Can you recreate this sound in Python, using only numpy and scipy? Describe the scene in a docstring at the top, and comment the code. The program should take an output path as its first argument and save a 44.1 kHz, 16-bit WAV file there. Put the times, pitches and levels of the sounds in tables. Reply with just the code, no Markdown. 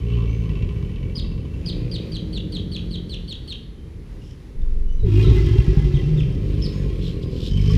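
"""Alligators bellow in turn on a foggy pond, heard from a boardwalk, while a bird chips in a falling series.
The nearest one shudders almost below hearing, then roars in slaps and gusts while water dances on its back.
Each bellow is a train of vocal-fold pulses and rough air, shaped by the tones of a throat.
Chips and whistles are gliding tones, rasping calls are filtered noise, and drops are short rings.
Under it all lie a distant rumble, soft air and a faint high whine."""
import sys
import numpy as np
from scipy import signal
from scipy.fft import rfft, irfft, next_fast_len
from scipy.io import wavfile
from scipy.ndimage import uniform_filter1d, map_coordinates

SR = 44100
rng = np.random.default_rng(int(sys.argv[2]) if len(sys.argv) > 2 else 0)


def generate_wav(signal):
    """Clip the signal to [-1, 1] and save it as 16-bit WAV at the path in sys.argv[1]."""
    frames = np.transpose(np.atleast_2d(signal))
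    scaled = np.clip(frames, -1, 1) * 32767
    pcm = np.round(scaled).astype(np.int16)
    wavfile.write(sys.argv[1], SR, pcm)


N = 342657
T = np.arange(N) / SR   # time of every sample, s

# colour of the droplets dancing on the later bellows: f/Hz, level/dB
LATE_SPRAY_COLOUR = [(750, -19), (1100, 3), (1500, -23), (2300, 4), (3200, -0.5), (4200, -2.5), (5200, -7),
                     (6500, -16), (8000, -17), (11000, -23.5), (14500, -25)]


def from_db(db):
    """Turn decibels into a gain."""
    return 10 ** (np.asarray(db) / 20)


def rms_one(x):
    """Scale a sound to unit power."""
    return x / np.sqrt(np.mean(x ** 2) + 1e-20)


def evened(x, window_s):
    """Hold the slow level at one; beats faster than the window stay."""
    power = np.abs(uniform_filter1d(x ** 2, int(window_s * SR)))
    return x / np.sqrt(power + 1e-12)


def in_time(rows):
    """Read each column of a table as a curve at every sample."""
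    times, *columns = np.transpose(rows)
    return [np.interp(T, times, column) for column in columns]


def drift(rate):
    """Smooth random wander of spread one, with `rate` random points a second."""
    knots = rng.standard_normal(4000)
    coarse = T[::16]
    curve = map_coordinates(knots, [coarse * rate], order=3, mode="wrap")
    return rms_one(np.interp(T, coarse, curve))


def coloured(x, spectrum):
    """Filter to a given spectrum without pre-ringing (minimum phase); it falls steeply past its ends."""
    size = 2 * next_fast_len(N // 2 + SR // 2)
    octave = np.log2(np.maximum(np.arange(size // 2 + 1) * SR / size, 1))
    hz, db = np.transpose(spectrum)
    below = np.maximum(np.log2(hz[0]) - octave, 0)
    above = np.maximum(octave - np.log2(hz[-1]), 0)
    # 40 dB an octave outside the table, for two octaves
    shape_db = np.interp(octave, np.log2(hz), db) - 40 * np.minimum(below + above, 2)
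    # folding the cepstrum gives the phase of a filter that never answers early
    cepstrum = irfft(np.log(from_db(shape_db)))
    cepstrum[1:size // 2] *= 2
    cepstrum[size // 2 + 1:] = 0
    return irfft(rfft(x, size) * np.exp(rfft(cepstrum)))[:N]


def resonate(x, modes):
    """Ring several resonances side by side, each with a pitch (Hz), width (Hz) and level (dB)."""
    out = 0
    for hz, width, db in modes:
        r = np.exp(-np.pi * width / SR)
        feedback = [1, -2 * r * np.cos(2 * np.pi * hz / SR), r * r]
        out = out + from_db(db) * (1 - r * r) * signal.lfilter([1, 0, -1], feedback, x)
    return out


def filtered(x, order, hz, side="low"):
    """Keep what lies below ("low") or above ("high") a pitch."""
    return signal.sosfilt(signal.butter(order, hz, side, fs=SR, output="sos"), x)


def add(out, s, sound):
    """Mix a short sound in at time s."""
    at = int(s * SR)
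    out[at:at + len(sound)] += sound[:max(N - at, 0)]


def pond(x, t60, wet_db):
    """Scatter from the trees round the water: a noise tail that falls 60 dB in t60 seconds."""
    t = np.arange(SR) / SR
    tail = rng.standard_normal(SR) * from_db(-60 * t / t60) * (1 - np.exp(-t / .01))
    scatter = signal.fftconvolve(x, tail / np.linalg.norm(tail))[:N]
    return x + from_db(wet_db) * scatter


def pitch_of(call):
    """Pitch of a bellow: it climbs with the effort, then sags steadily as the air runs out."""
    start, _, climb, length, first_hz, top_hz, last_hz, _, _ = call
    return np.interp(T - start, [0, climb, length], [first_hz, top_hz, last_hz])


def effort(call, db_per_hz):
    """Gain of a bellow or of what it drives: attack, a hold that follows the pitch, release."""
    release_db_per_s = 49
    start, attack, _, length, _, top_hz, _, _, _ = call
    rise = np.clip((T - start) / attack, 0, 1)
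    over = np.maximum(T - start - length, 0)
    return rise * from_db(db_per_hz * (pitch_of(call) - top_hz) - release_db_per_s * over)


def folds(call, throbs, jitter, throb_s):
    """Cycle count and drive of the vocal folds; each throb starts a cycle hard and then dies away."""
    cycles = np.cumsum(pitch_of(call) * (1 + jitter * drift(45))) / SR
    accent_db = np.zeros(N)
    for s, db in throbs:
        age = T - s + .004   # the push begins just before the throb
        accent_db += db * (age > 0) * np.exp(-(age / throb_s) ** 2)
    if len(throbs):
        # shift the count so that a whole cycle begins on each throb
        times = np.transpose(throbs)[0]
        offset = np.unwrap(np.interp(times, T, cycles), period=1)
        cycles = cycles - np.interp(T, times, offset)
    return cycles, from_db(accent_db)


def fold_clicks(cycles):
    """One click wherever the folds begin a new cycle."""
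    whole = np.floor(cycles)
    return np.diff(whole, prepend=whole[0])


def bellow(call, throat, cycles, drive, chest_rough, mouth_rough, shimmer_db, gape_db_per_hz):
    """Fold pulses and rough air ring the throat: a deep chest note and a mouth band that opens with effort."""
    louder_db_per_hz = 0.5452   # the chest note weakens as the pitch drops below its top
    mouth_lag_s = 0.0078   # the mouth opens just after each chest throb
    split_hz = 240   # chest below, mouth above
    chest_db, mouth_db = call[-2:]
    pulses = rms_one(fold_clicks(cycles) * from_db(shimmer_db * drift(60)))
    air = rms_one(rng.standard_normal(N) * np.exp(-2 * (cycles % 1)))
    gape = np.interp(T - mouth_lag_s, T, drive) ** .6
    chest_flow = drive * (pulses + chest_rough * air)
    mouth_flow = gape * (pulses + mouth_rough * air)
    chest = evened(filtered(coloured(chest_flow, throat), 6, split_hz), 0.17)
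    mouth = evened(filtered(coloured(mouth_flow, throat), 6, split_hz, "high"), 0.17)
    chest = chest * effort(call, louder_db_per_hz)
    mouth = mouth * from_db(mouth_db) * effort(call, gape_db_per_hz)
    return from_db(chest_db) * (chest + mouth)


def buzz(call, modes, cycles, drive, bite, click_db, level_db, db_per_hz):
    """A click and a burst of rasp on every cycle ring a few resonances, harder on a throb."""
    clicks = rms_one(fold_clicks(cycles))
    rasp = rms_one(rng.standard_normal(N) * np.exp(-bite * (cycles % 1)))
    bursts = filtered((rasp + from_db(click_db) * clicks) * drive ** 1.74, 3, 5500)
    rings = sum(resonate(bursts, [mode]) * from_db(2.5 * drift(20)) for mode in modes)
    return from_db(level_db) * effort(call, db_per_hz) * evened(rings, 0.48)


def spray(call, colour, drive, per_s, spread_db, ring_db, level_db, db_per_hz, build_s):
    """Dense droplets fall back, thrown harder by each throb; their rings swell, bend and gurgle."""
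    # rings of the droplets: f/Hz, width/Hz, level/dB
    droplet_modes = [(877, 85, -14), (1059, 16, 9.5), (1326, 29, -2), (1685, 160, -5.5), (1943, 17, 3.5),
                     (2770, 36, 2), (3086, 130, 0)]
    sizes = from_db(spread_db * np.minimum(rng.exponential(1, N), 5)) * rng.choice([-1, 1], N)
    drops = sizes * (rng.random(N) < per_s / SR) * drive ** .25
    gurgle = 0
    for mode in droplet_modes:
        bent = np.interp(T + .0007 * drift(7), T, resonate(drops, [mode]))
        gurgle = gurgle + bent * from_db(4 * drift(11))
    fizz = rms_one(coloured(drops, colour)) + from_db(ring_db) * rms_one(gurgle)
    built = np.clip((T - call[0]) / build_s, 0, 1) ** .8
    return from_db(level_db) * built * effort(call, db_per_hz) * evened(fizz, 0.11)


def neighbour_alligator(opening, closing):
    """An animal close by bellows twice with a thin buzz on top; the second bellow sets water dancing."""
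    # throat colour: f/Hz, level/dB
    throat = [(18, -48.5), (30, -7), (49, 2.5), (81, 0.5), (119, 0.5), (155, -1.5), (179, -6), (274, -8.5),
              (306, -22.5), (356, -50), (403, -11), (530, -35), (642, -73), (800, -54), (1040, -76),
              (1760, -120)]
    # throbs, where the folds slap shut hardest: t/s, accent/dB
    throbs = [(0.494, 5), (.555, 3.5), (.625, 5.5), (0.691, 5), (.76, 2.5), (.827, 4), (.895, 2.5),
              (.96, 4.5), (1.03, 4), (1.098, 3.5), (1.17, 5), (1.243, 6.5), (1.315, 4.5), (1.379, 5),
              (1.452, 6), (1.54, 4)]
    # resonances of the buzz on each bellow: f/Hz, width/Hz, level/dB
    opening_modes = [(1040, 35, 0), (1125, 45, -1), (1520, 45, -13), (1980, 35, -8), (2290, 70, 0),
                     (2500, 80, -4), (2690, 45, 5), (2960, 60, 0)]
    closing_modes = [(1120, 49.6, -15), (1760, 30, 2), (2240, 71, -13.5), (3110, 53, 13), (5100, 850, -0.5)]
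    # rough air is given as a share of the pulses
    grit = dict(chest_rough=.36, mouth_rough=.65, shimmer_db=1.3)
    cycles, drive = folds(opening, throbs, jitter=.008, throb_s=.03)
    first = bellow(opening, throat, cycles, drive, **grit, gape_db_per_hz=1.0)
    first += buzz(opening, opening_modes, cycles, drive,
                  bite=0.93, click_db=-4.5, level_db=-45.5, db_per_hz=0.63)
    cycles, drive = folds(closing, [], jitter=.02, throb_s=.035)
    second = bellow(closing, throat, cycles, drive, **grit, gape_db_per_hz=2.0)
    second += buzz(closing, closing_modes, cycles, drive,
                   bite=1.7, click_db=-8, level_db=-39.5, db_per_hz=0.64)
    water = spray(closing, LATE_SPRAY_COLOUR, drive, per_s=4700, spread_db=2.5, ring_db=-8,
                  level_db=-39.5, db_per_hz=.9, build_s=.1)
    return pond(first + second, t60=.6, wet_db=-12) + water


def backdrop():
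    """Filtered noise for the rumble of a distant chorus and soft air, and a wavering tone for a faint whine."""
    # slow levels: t/s, rumble level/dB, air level/dB
    levels = [(0, -29, -55), (1.3, -28, -58), (1.9, -29.5, -54.5), (3.3, -31.5, -58.5), (3.8, -35.5, -59),
              (5, -34, -59), (6.3, -24, -57), (7.3, -28, -56)]
    # colours of the rumble and of the air: f/Hz, level/dB
    rumble_colour = [(25, -9.5), (45, 3), (65, -3), (100, -6.5), (135, -8), (165, -10), (200, -14),
                     (300, -18), (430, -20.5), (540, -28), (660, -41), (900, -56)]
    air_colour = [(700, -2), (1050, -1.5), (1400, -5.5), (2000, -3.5), (3200, -8.5), (4500, -10.5),
                  (6000, -14.5), (8000, -21), (12000, -24.5), (14500, -26)]
    whine_hz, whine_db = 10060, -74
    rumble_db, air_db = in_time(levels)
    rumble = from_db(rumble_db + drift(12)) * rms_one(coloured(rng.standard_normal(N), rumble_colour))
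    air = from_db(air_db + drift(9)) * rms_one(coloured(rng.standard_normal(N), air_colour))
    whine = from_db(whine_db) * np.sin(2 * np.pi * np.cumsum(whine_hz + 12 * drift(54)) / SR)
    return rumble + air + whine


def glide(length, from_hz, to_hz, db):
    """A pure note that swells, slides and fades."""
    hz = np.linspace(from_hz, to_hz, int(length * SR))
    return from_db(db) * np.hanning(len(hz)) * np.sin(2 * np.pi * np.cumsum(hz) / SR)


def far_birds():
    """Thin gliding whistles and harsh hissing calls of filtered noise in the trees."""
    # whistles: t/s, length/s, first f/Hz, last f/Hz, level before the mix/dB
    whistles = [(0.237, 0.18, 5840, 6500, -59.5), (1.48, 0.23, 6687, 7330, -71),
                (3.739, 0.1, 2920, 3320, -60), (4.255, 0.092, 2800, 3370, -62),
                (4.853, 0.14, 5820, 6180, -67), (4.841, 0.12, 2890, 3060, -56.5),
                (4.964, 0.098, 4120, 3640, -54), (5.209, 0.075, 4400, 3340, -37),
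                (6.72, 0.053, 6300, 7040, -55), (6.873, 0.053, 2900, 3580, -51),
                (6.993, 0.095, 4480, 3810, -48), (7.215, 0.029, 4650, 5120, -49)]
    # hissing calls: centre t/s, half length/s, main f/Hz, level/dB
    rasps = [(4.285, 0.059, 5300, -60), (7.073, 0.055, 3420, -48.5), (7.233, 0.012, 3880, -53),
             (7.36, 0.053, 4100, -55.5), (7.456, 0.054, 3720, -43.5)]
    # colour of the hiss: f/Hz, level/dB
    rasp_colour = [(2500, 0), (3100, 8), (4200, -5.5), (5500, -4), (6500, -24), (8000, -13), (10000, -47),
                   (12500, -31), (14500, -50)]
    rasp_width_hz = 570   # band round the main pitch
    whistling, rasping = np.zeros(N), 0
    for s, *note in whistles:
        add(whistling, s, glide(*note))
    air = rng.standard_normal(N) * from_db(2.1 * drift(250))
    hiss = rms_one(coloured(air, rasp_colour))
    for s, half, hz, db in rasps:
        swell = np.exp(-((T - s) / half) ** 2)
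        band = rms_one(resonate(air, [(hz, rasp_width_hz, 0)]))
        rasping += from_db(db) * swell * (hiss + band)
    return from_db(-2.5) * pond(whistling, t60=0.55, wet_db=4) + rasping


def chip(length, top_hz, level_db, wobble, flutter_db):
    """A fluttering whistle that flicks up with a blip, arches over, falls and ends in a rough snap."""
    # what the beak lets through of the overtones: f/Hz, level/dB
    overtone_colour = [(5500, -13.5), (7500, -28.5), (8700, -24), (9400, -29), (10000, -31), (11500, -40),
                       (12900, -36), (14000, -44)]
    shrill_from_hz, shrill_span_hz = 4650, 442
    fall_hz, flutter_hz = 1449, 163.6   # slow fall of a high chip; flutter rate
    flick_hz, flick_s, snap_hz, snap_s = 1986, 0.00139, 850, 0.00363   # upward start, steep end
    swell_db, shrill_fade_db = 11, 18   # growth from start to end; what shrillness takes off
    # a chip that starts higher is shriller: it holds its top longer and is loudest near the start
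    shrill = np.clip((top_hz - shrill_from_hz) / shrill_span_hz, 0, 1)
    t = np.arange(int(length * SR)) / SR
    u = t / length
    wobble = wobble[:len(t)]
    crest = 0.23 * shrill   # share of the chip before its top

    # pitch
    bend = 1.6 + 1.21 * shrill ** 3   # 1 would be a straight fall
    arch = np.abs((u - crest) / (1 - crest)) ** bend
    fall_hz = fall_hz * min(top_hz / shrill_from_hz, 1) ** 3   # a low chip falls less
    flick = flick_hz * np.exp(-t / flick_s)
    snap = snap_hz * np.exp((t - length) / snap_s)
    pitch = top_hz - fall_hz * arch - flick - snap
    # roughness of the pitch, strongest at the two ends
    breath = uniform_filter1d(rng.standard_normal(SR), size=14)[:len(t)]
    hoarse = (.17 * u ** 2 + .25 * (1 - u) ** 10 + .05) * breath
    waver = .013 * (1 - .6 * shrill) * wobble
    phase = 2 * np.pi * np.cumsum(pitch * (1 + hoarse + waver)) / SR

    # tone and loudness
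    overtones = 0
    for k in (2, 3):
        overtone_db = np.interp(k * pitch, *np.transpose(overtone_colour)) + 2 * wobble
        overtones = overtones + from_db(overtone_db) * np.sin(k * phase)
    growth_db = (swell_db - shrill_fade_db * shrill) * (u - .5)
    flutter = np.sin(2 * np.pi * (flutter_hz * t + rng.random())) + .5 * wobble
    note = from_db(growth_db - 3.5) * np.sin(phase) + overtones
    note = note * from_db(flutter_db * flutter) * signal.windows.tukey(len(t), .12)
    note *= np.minimum(u / (crest + 1e-3), 1) ** 1.5
    # a low rising blip blunts the start, less in a shrill chip
    add(note, .005, glide(.007, 2697, 3696, -5.5) * (1 - .5 * shrill))
    return from_db(level_db) * note


def chipping_birds():
    """Chips from the trees, each followed by duller echoes and a diffuse tail."""
    # chips: t/s, length/s, top f/Hz, level before the mix/dB
    chips = [(1.149, 0.053, 4940, -29), (1.656, 0.05, 4885, -28), (1.91, 0.058, 4824, -30),
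             (2.116, .056, 4750, -32), (2.325, 0.06, 4630, -32), (2.52, 0.055, 4605, -31),
             (2.713, 0.057, 4640, -31.5), (2.906, 0.057, 4580, -33), (3.091, 0.057, 4520, -32.5),
             (3.276, .056, 4650, -31.5), (3.475, 0.057, 4586, -30.5), (5.937, 0.04, 3780, -39),
             (6.173, 0.037, 3750, -37), (6.616, .054, 5260, -29)]
    # echoes off the boardwalk and trunks: delay t/s, level/dB
    echo_table = [(.005, -10), (.009, -10), (.016, -13), (.0275, -4.5), (.043, -13)]
    out, waver = np.zeros(N), drift(350)
    for s, length, top_hz, db in chips:
        add(out, s, chip(length, top_hz, db, waver[int(s * SR):], flutter_db=3.0))
    dull = filtered(out, 2, 3500)
    echoes = sum(from_db(db) * np.interp(T - delay, T, dull, left=0) for delay, db in echo_table)
    leafy = filtered(out, 1, 4000)
    tail = pond(leafy, t60=0.57, wet_db=-3.5) - leafy   # the scatter alone
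    return from_db(-0.5) * out + echoes + tail


def far_alligators(high, *lower):
    """Overlapping bellows from across the pond, smeared by the trees; the highest one rasps."""
    # throat colours of the high one and the others: f/Hz, level/dB
    high_throat = [(45, -29), (62, -6), (90, -8), (120, 2.5), (150, 0.5), (240, -7), (300, -6),
                   (520, -16.5), (700, -37.5)]
    low_throat = [(45, -19), (60, -8), (88, -3), (115, 0), (135, -7), (155, -4), (178, 3), (215, -3),
                  (258, -2), (305, 0), (345, -9), (410, -10), (490, -17), (700, -36)]
    # resonances of the rasp: f/Hz, width/Hz, level/dB
    rasp_modes = [(540, 35, 6.5), (655, 30, -3), (2020, 120, -12), (2440, 250, -2.5)]
    grit = dict(chest_rough=.3, mouth_rough=.25, shimmer_db=.9)
    cycles, drive = folds(high, [], jitter=.003, throb_s=.035)
    out = bellow(high, high_throat, cycles, drive, **grit, gape_db_per_hz=2.5)
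    out += buzz(high, rasp_modes, cycles, drive, bite=1.6, click_db=-7, level_db=-51.5, db_per_hz=-0.2)
    for call in lower:
        cycles, drive = folds(call, [], jitter=.003, throb_s=.035)
        out += bellow(call, low_throat, cycles, drive, **grit, gape_db_per_hz=0.6)
    return pond(out, t60=.8, wet_db=-12)


def drips():
    """Single larger drops on the water: a tiny splash and a short ring."""
    # drops: t/s, f/Hz, time to fall 60 dB/s, level/dB
    drops = [(4.217, 2850, 0.042, -43), (4.616, 3580, .04, -46.5), (7.484, 5140, 0.091, -42),
             (7.571, 3055, 0.034, -25), (7.573, 5170, .08, -48), (7.594, 2270, .04, -33),
             (7.612, 5140, .06, -38), (7.7, 1130, 0.12, -36.5), (7.706, 5180, 0.09, -34.5)]
    out, t = np.zeros(N), T[:SR // 4]
    for s, hz, t60, db in drops:
        splash = rms_one(resonate(rng.standard_normal(len(t)), [(hz, hz / 2, 0)]))
        fade = from_db(db - 60 * t / t60) * (1 - np.exp(-t / .002))
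        add(out, s, fade * (np.sin(2 * np.pi * hz * t) + .25 * splash))
    return pond(out, t60=.4, wet_db=-10)


def shudder():
    """The flanks pump the water about twenty times a second, with a few overtones."""
    # overtones: multiple of the pumping rate, level/dB
    orders = [(1, -7.5), (2, -19), (3, -23.5), (4, -33.5)]
    start_s, end_s, rise_s, fall_s = 4.543, 5.09, .08, .04
    pump_hz, level_db = 21.92, -16.5
    phase = 2 * np.pi * pump_hz * (T - start_s)
    wave = sum(from_db(db) * np.cos(round(k) * phase) for k, db in orders)
    gate = np.clip(np.minimum((T - start_s) / rise_s, (end_s - T) / fall_s), 0, 1)
    return from_db(level_db) * rms_one(wave) * gate


def thump(ring_hz):
    """One slap of the folds rings the throat and booms in the trunk."""
    attack_s, ring_cycles = 0.0021, 1.94   # rise, and decay of the throat in its own cycles
    body_hz, body_s, body_db = 51, 0.017, -0.5
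    t = T[:SR // 5]
    throat = -np.sin(2 * np.pi * ring_hz * t) * np.exp(-t * ring_hz / ring_cycles)
    trunk = from_db(body_db) * np.sin(2 * np.pi * body_hz * t) * np.exp(-t / body_s)
    return (throat + trunk) * (1 - np.exp(-(t / attack_s) ** 2))


def chest_beats():
    """An even roll breaks into single slaps, whose weaker rebounds fall in step with the ring."""
    # single slaps; the ring follows how tight the throat is: t/s, ring f/Hz, level/dB
    slaps = [(5.276, 126.4, -2.5), (5.36, 101.3, -9.5), (5.435, 103, -6.5), (5.509, 111, -6),
             (5.585, 125.7, -5.5), (5.678, 150, -5), (5.77, 148.2, -4), (5.846, 138, -5.5),
             (5.938, 138, -7.5), (6.031, 140, -11), (6.218, 127, -12)]
    roll_start_s, roll_length_s, beats_per_s = 5, 0.54, 52
    roll_hz, roll_db = 106.5, -11.5   # middle of the rising ring; level before swell and scatter
    rebounds, rebound_s = 3, .019   # how many, and their rough spacing
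    rebound_db, rebound_loss_db = -9, 4   # first rebound against its slap; loss at each next one
    out = np.zeros(N)
    for age in np.arange(0, roll_length_s, 1 / beats_per_s):
        done = age / roll_length_s
        swell = np.sin(np.pi * (.02 + .98 * done)) ** .4
        beat = thump(roll_hz * (1 + .2 * (done - .5)))
        at = roll_start_s + age + rng.normal(0, .0004)
        add(out, at, swell * from_db(roll_db + rng.normal()) * beat)
    for s, ring_hz, db in slaps:
        add(out, s, from_db(db) * thump(ring_hz))
        gap = np.round(rebound_s * ring_hz) / ring_hz   # a whole number of ring cycles
        for k in range(rebounds):
            gain = from_db(db + rebound_db - rebound_loss_db * k + 2 * rng.normal())
            add(out, s + (k + 1) * gap + rng.normal(0, .0008), gain * thump(ring_hz))
    return filtered(out, 1, 14, "high")


def sliding(x, hz, width):
    """A resonance whose centre follows a curve: shift it to zero, smooth, shift back."""
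    turn = np.exp(2j * np.pi * np.cumsum(hz) / SR)
    r = np.exp(-np.pi * width / SR)
    return (turn * signal.lfilter([1 - r], [1, -r], x * turn.conj())).real


def growl(call, cycles, drive, level_db, db_per_hz):
    """Rasping bursts ring resonances that slide down as the air runs out, wander and swell by turns."""
    # sliding resonances: first f/Hz, last f/Hz, width/Hz, level/dB
    growl_modes = [(950, 715, 37, 0), (1095, 1030, 25, -4), (1340, 1270, 25, -0.5), (1750, 1640, 34, -3.5),
                   (2030, 2000, 19, 4), (2530, 2380, 41, -2), (2764, 2680, 26, 2.5), (3240, 3110, 41, -0.5)]
    wander_hz, flicker_db, build_s = 16, 4, 0.14
    start, length = call[0], call[3]
    bursts = rng.standard_normal(N) * np.exp(-2.5 * (cycles % 1)) * drive ** .25
    rings = 0
    for first_hz, last_hz, width, db in growl_modes:
        hz = np.interp(T - start, [0, length], [first_hz, last_hz]) + wander_hz * drift(12)
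        rings = rings + sliding(bursts, hz, width) * from_db(db + flicker_db * drift(18))
    built = np.clip((T - start) / build_s, 0, 1)
    return from_db(level_db) * built * effort(call, db_per_hz) * evened(rings, .23)


def near_alligator(call):
    """A shudder, then a roar with slaps and rasping gusts that ends in a hoot, with the water dancing."""
    # throat colour: f/Hz, level/dB
    throat = [(18, -65), (30, -8), (49, -5), (75, 1.5), (110, -2), (128, 3.5), (148, 2), (164, -6.5),
              (198, -24.5), (228, -9.5), (271, -18), (339, -12.5), (364, -5.5), (397, -12), (459, -32),
              (700, -49.5), (910, -68), (1540, -120)]
    # gusts of air through the mouth, mostly between the slaps: t/s, accent/dB
    gusts = [(5.065, 4.5), (5.228, 5), (5.296, 14.5), (5.362, 13.5), (5.464, 13.5), (5.532, 10.5),
             (5.577, 15.5), (5.665, 4), (5.795, 9), (5.845, 12.5), (5.944, 4), (6.038, 0)]
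    # colour of the droplets on its back: f/Hz, level/dB
    spray_colour = [(700, -13), (900, -5.5), (1550, -11.5), (2100, -4.5), (3200, -6), (4200, -9.5),
                    (5400, -10.5), (6500, -20), (8500, -27.5), (11000, -42), (14500, -42)]
    cycles, drive = folds(call, gusts, jitter=.04, throb_s=.028)
    roar = bellow(call, throat, cycles, drive,
                  chest_rough=.55, mouth_rough=.7, shimmer_db=1.7, gape_db_per_hz=1.05)
    roar = np.interp(T + .0018 * drift(14), T, roar)   # the throat flexes and bends its tones
    add(roar, 6, glide(length=0.33, from_hz=158.5, to_hz=146, db=-13))   # the clear hoot
    rasp = growl(call, cycles, drive, level_db=-40.5, db_per_hz=0.95)
    water = spray(call, spray_colour, drive, per_s=3500, spread_db=1.5, ring_db=-7,
                  level_db=-41, db_per_hz=0.78, build_s=0.21)
    return shudder() + pond(roar + chest_beats() + rasp, t60=.5, wet_db=-16) + water


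def answering_alligator(call):
    """A hoarse reply to the nearest animal, with much rough air and its own dancing water."""
    # throat colour: f/Hz, level/dB
    throat = [(35, -6), (50, 1), (70, -3), (120, 0), (185, -2), (225, -3), (250, -8), (275, -11), (300, -8),
              (345, -19), (400, -11), (440, -18), (480, -16), (540, -26), (700, -48)]
    cycles, drive = folds(call, [], jitter=.012, throb_s=.035)
    roar = bellow(call, throat, cycles, drive,
                  chest_rough=.8, mouth_rough=.55, shimmer_db=2.0, gape_db_per_hz=0.06)
    water = spray(call, LATE_SPRAY_COLOUR, drive, per_s=4700, spread_db=3.0, ring_db=-3.0,
                  level_db=-47, db_per_hz=0.8, build_s=0.45)
    return pond(roar, t60=.8, wet_db=-12) + water


def scene():
    """Everything on the pond, in one channel."""
    # one row per bellow, in the order unpacked below: t/s, attack/s, climb/s, length/s,
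    # first f/Hz, top f/Hz, last f/Hz, chest level/dB, mouth level against the chest/dB
    bellows = [ (-.08, 0.21, 0.19, 1.835, 57.7, 58.48, 38.57, -20, -11.5),
               (1.56, 0.093, 0.24, 0.51, 57, 61.25, 56.05, -27.5, -6),
               (1.85, 0.1, 0.1, 0.81, 54, 54.04, 49.75, -32, -3),
               (2.12, 0.076, 0.58, 1.02, 45.03, 45.33, 42.37, -31, -6.5),
               (5.03, 0.0085, 0.2, 1.28, 51.63, 55.05, 40.86, -18, -4.5),
               (6.22, 0.29, .38, 1.183, 50.03, 50.62, 40.95, -22, -10),
               (7.5, 0.0096, 0.32, .4, 44.26, 57.28, 55, -11.5, -8), ]
    opening, far_high, far_middle, far_low, near, answer, closing = bellows
    alligators = neighbour_alligator(opening, closing)
    alligators = alligators + far_alligators(far_high, far_middle, far_low)
    alligators = alligators + near_alligator(near) + answering_alligator(answer)
    birds = far_birds() + chipping_birds()
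    return (alligators + backdrop() + birds + drips())[None]


def record(dry):
    """Round the highest peaks off below 0.95 and cut the treble above 15200 Hz."""
    rounded = dry / (1 + (dry / .95) ** 6) ** (1 / 6)
    return signal.sosfilt(signal.ellip(10, .1, 80, 15200, fs=SR, output="sos"), rounded)


dry = scene()
out = record(dry)
generate_wav(out)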